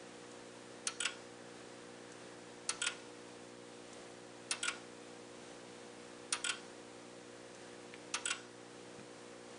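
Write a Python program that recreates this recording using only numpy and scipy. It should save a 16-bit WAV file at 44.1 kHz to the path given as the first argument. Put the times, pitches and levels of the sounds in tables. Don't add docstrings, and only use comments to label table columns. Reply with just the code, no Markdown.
import sys
import numpy as np
from scipy import signal
from scipy.fft import rfft, irfft
from scipy.io import wavfile

SR = 44100
rng = np.random.default_rng(int(sys.argv[2]) if len(sys.argv) > 2 else 0)


def master(y):
    cut = np.clip(np.atleast_2d(y).T, -1, 1)
    pcm = np.round(cut * 32767)
    wavfile.write(sys.argv[1], SR, pcm.astype(np.int16))


N = 422478


def gain_of(db):
    return 10 ** (np.asarray(db) / 20)


def unit_rms(x):
    return x / np.sqrt(np.mean(x ** 2) + 1e-20)


def value_at(points, hz):
    f, value = np.transpose(points)
    return np.interp(np.log(hz + 1), np.log(f + 1), value)


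def add(mix, start, sound):
    part = mix[round(start * SR):][:len(sound)]
    part += sound[:len(part)]


def coloured(x, spectrum):
    hz = np.fft.rfftfreq(len(x), 1 / SR)
    return irfft(rfft(x) * gain_of(value_at(spectrum, hz)), len(x))


def noise(size, spectrum):
    return unit_rms(coloured(rng.standard_normal(size), spectrum))


def decay(t, t60, hold=0):
    return np.exp(-np.log(1000) * np.maximum(t - hold, 0) / t60)


def damped(x, t60s, hold=0):
    hz, t, bands = signal.stft(x, SR, nperseg=128)
    fade = decay(t, value_at(t60s, hz)[:, None], hold)
    return signal.istft(bands * fade, SR, nperseg=128)[1][:len(x)]


def drift(rate_hz, size=1024):
    hz = np.fft.rfftfreq(size, N / SR / size)
    spectrum = rfft(rng.standard_normal(size)) * np.exp(-(hz / rate_hz) ** 2)
    slow = unit_rms(irfft(spectrum, size))
    return np.interp(np.arange(N), np.linspace(0, N, size), slow)


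# f/Hz, T60/s
ROOM_T60 = [(300, 0.84), (1300, 0.43), (3000, 0.23), (6000, 0.8), (10000, 0.26)]
# f/Hz, gain/dB
ROOM_COLOUR = [(300, 12), (1300, 0.5), (3000, 4), (6000, -6.5), (9500, -8.5)]
def in_room(x, wet_db, build_up_s=0.011):
    t = np.arange(SR // 2) / SR
    tail = damped(rng.standard_normal(len(t)), ROOM_T60) * np.minimum(t / build_up_s, 1) ** 2
    response = coloured(tail / np.linalg.norm(tail), ROOM_COLOUR)
    return x + gain_of(wet_db) * signal.fftconvolve(x, response)[:len(x)]


# f/Hz, relative density/dB
HISS_SPECTRUM = [(25, -17.5), (50, -13), (70, -9.5), (110, -11.5), (205, 2), (270, -1.5), (500, 3.5),
                 (650, 0.5), (1200, -3), (1800, -7.5), (2400, -6.5), (5000, -11), (8000, -12),
                 (10100, -14.5)]
def hiss(level_db=-56, swell_db=0.7):
    return gain_of(level_db + swell_db * drift(rate_hz=4.2)) * noise(N, HISS_SPECTRUM)


# order, rms level/dB
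HUM_HARMONICS = [(2, -70.5), (3, -72), (4, -66), (5, -63), (6, -63), (7, -75.5), (8, -61), (9, -65),
                 (12, -77.5), (13, -74), (16, -77.5), (32, -78)]
def mains_hum(mains_hz=60.075, waver_db=0.7, jitter_turns=0.0056, smear_turns=0.035):
    turns = mains_hz * np.arange(N) / SR + jitter_turns * drift(rate_hz=1.5)
    out = np.zeros(N)
    for order, db in HUM_HARMONICS:
        amplitude = np.sqrt(2) * gain_of(db + waver_db * drift(rate_hz=2.3))
        out += amplitude * np.cos(2 * np.pi * (order * turns + smear_turns * order ** 2))
    return out


# f/Hz, relative density/dB
RUSTLE_SPECTRUM = [(300, -32), (1200, -7.5), (1750, -0.5), (2400, -17.5), (4000, -15.5), (10000, -33)]
def rustle(level_db=-66, swell_db=1.8):
    return gain_of(level_db + swell_db * drift(rate_hz=0.8)) * noise(N, RUSTLE_SPECTRUM)


# f/Hz, relative level/dB, T60/s
TABLE_MODES = [(135, -3.5, .2), (166, -6, .15), (204, 2.5, 0.13)]
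def table_bump(start_s=8.985, level_db=-46, rise_s=0.0066):
    out = np.zeros(N)
    t = np.arange(SR // 2) / SR
    thud = sum(gain_of(db) * np.sin(2 * np.pi * hz * t) * decay(t, t60) for hz, db, t60 in TABLE_MODES)
    add(out, start_s, gain_of(level_db) * thud * np.minimum(t / rise_s, 1))
    return out


# t/s, level/dB, centre f/Hz
TOOTH_CLICKS = [(0.3156, -52, 7000), (2.1198, -51.5, 6500), (2.997, -50, 2660), (3.9305, -49, 6800),
                (7.548, -51, 6300), (7.9396, -45, 2140), (8.9950, -50, 1800)]
def settling_teeth(skirt_db=-20, t60=0.035):
    out = np.zeros(N)
    t = np.arange(SR // 2) / SR
    for start, db, hz in TOOTH_CLICKS:
        band = [(hz / 10, 2 * skirt_db), (hz / 2, skirt_db), (hz, 0),
                (hz * 2, skirt_db), (hz * 10, 2 * skirt_db)]
        click = noise(len(t), band) * decay(t, t60)
        add(out, start, gain_of(db) * in_room(click, wet_db=-11.5))
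    return out


# f/Hz, T60/s
CLATTER_T60 = [(500, 0.2), (1400, 0.14), (3000, 0.12), (6000, 0.053), (10000, 0.05)]
def impact(modes, clatter_spectrum, clatter_db, treble_db, rise_s, chatter_s, ring_scale):
    t = np.arange(SR // 2) / SR
    hz, db, t60 = np.transpose(modes)[:, :, None]
    db = db + 1.5 * rng.standard_normal(hz.shape)
    hz = hz * (1 + 0.0014 * rng.standard_normal(hz.shape))
    build = 1 - np.exp(-(hz * t / 7) ** 2)
    envelopes = gain_of(db) * build * decay(t, t60 * ring_scale, chatter_s)
    ring = (envelopes * np.sin(2 * np.pi * (hz * t + rng.random(hz.shape)))).sum(0)
    clatter_t60 = [(f, seconds * ring_scale) for f, seconds in CLATTER_T60]
    clatter = damped(noise(len(t), clatter_spectrum), clatter_t60, chatter_s)
    blow = np.sqrt(2) * ring + gain_of(clatter_db) * clatter
    lows = signal.sosfiltfilt(signal.butter(2, 4200, fs=SR, output="sos"), blow)
    body = lows * (1 - np.exp(-t / 0.0055))
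    treble = gain_of(treble_db) * (blow - lows)
    attack = np.sin(np.pi / 2 * np.minimum(t / rise_s, 1)) ** 2
    return (body + treble) * attack


# f/Hz, relative level/dB, unscaled T60/s
WHEEL_MODES = [(1432, -4, .095), (1485, -12, .08), (1540, -15, .12), (1787, -18, .05), (2440, -15, .07),
               (2738, -12, .07), (3022, -12, .06), (3220, -10, .08), (3294, -13, .05), (3572, -14, .07),
               (6940, -14, .03), (7850, -10, .025), (7915, -8, .03), (8570, -13, .025), (9405, -13, .04)]
FRAME_MODES = [(1096, -16, .27), (1125, -18, .25), (1330, -13, .09), (1376, -13, .09), (1515, -14, .12),
               (2285, -14, .08), (2533, -13, .09), (2734, -10, .1), (2948, -14, .13)]
# f/Hz, relative density/dB
WHEEL_CLATTER = [(200, -29), (1100, -1), (1450, -3), (2000, 1.5), (2400, 5.5), (3400, 10), (4000, -6.5),
                 (6000, -4.5), (7000, -8), (7900, 3), (8900, -6), (9450, -17), (10100, -11.5)]
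FRAME_CLATTER = [(200, -33), (800, -11.5), (1150, 0.5), (1400, -3.5), (1900, 0), (2400, 5), (3400, 2),
                 (4000, -2.5), (5400, 2), (6500, -2), (8000, -5), (9450, 2), (10100, -19.5)]
# delay/s, relative level/dB, treble/dB, rise/s, chatter/s, frame coupling/dB
KNOCKS = [(0, .4, 2, .0018, .0056, -16), (.022, -1.6, -1.8, .0032, .0072, -16),
          (.0466, -1.8, -2, .0048, .0108, .3)]
# tick t/s, level/dB, treble/dB, ring scale; first knock t/s, knocks' level/dB
BEATS = [(0.869, -28.7, 1, .74, 1.0017, -33.5), (2.69, -29, 3, .77, 2.8156, -32),
         (4.5088, -27.6, -.3, .92, 4.6285, -33), (6.3235, -27.4, -2, 1.08, 6.4421, -32.2),
         (8.1388, -27, -2.6, .9, 8.2545, -33.2)]
def wheel_train():
    out = np.zeros(N)
    for *_, start, beat_db in BEATS:
        for delay, db, treble_db, rise_s, chatter_s, coupling_db in KNOCKS:
            contact = dict(treble_db=treble_db, rise_s=rise_s, chatter_s=chatter_s)
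            wheels = impact(WHEEL_MODES, WHEEL_CLATTER, clatter_db=-5, ring_scale=0.68, **contact)
            frame = impact(FRAME_MODES, FRAME_CLATTER, clatter_db=2, ring_scale=0.64, **contact)
            knock = wheels + gain_of(coupling_db) * frame
            add(out, start + delay, gain_of(beat_db + db) * in_room(knock, wet_db=-10))
    return out


# f/Hz, relative level/dB, unscaled T60/s
LEVER_MODES = [(963, -20, .15), (1211, -18, .12), (1330, -13, .12), (1469, -15, .11), (2594, -17, .08),
               (2680, -15, .08), (3235, -16, .08), (4338, -12, .075), (5566, -15, .05), (6088, -12, .05),
               (8350, -17, .04), (9390, -11, .065), (9430, -12, .06)]
# f/Hz, relative density/dB
LEVER_CLATTER = [(200, -27), (750, -7.5), (1200, -0.5), (1900, 0.5), (2700, 1.5), (5000, 1), (6200, 3),
                 (6900, 4.5), (7400, -3), (8600, -3.5), (9000, -3), (9500, 10), (10100, -16)]
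def escapement():
    out = np.zeros(N)
    for start, db, treble_db, ring_scale, _, _ in BEATS:
        tick = impact(LEVER_MODES, LEVER_CLATTER, clatter_db=-1, treble_db=treble_db,
                      rise_s=0.0026, chatter_s=0.0034, ring_scale=ring_scale)
        add(out, start, gain_of(db) * in_room(tick, wet_db=-11))
    return out


def scene():
    clockwork = escapement() + wheel_train() + settling_teeth()
    return (clockwork + table_bump() + rustle() + mains_hum() + hiss())[None]


def record(dry):
    low_pass = signal.firwin(301, 10100, window=("kaiser", 3), fs=SR)
    return signal.oaconvolve(dry, low_pass[None], "same")


dry = scene()
out = record(dry)
master(out)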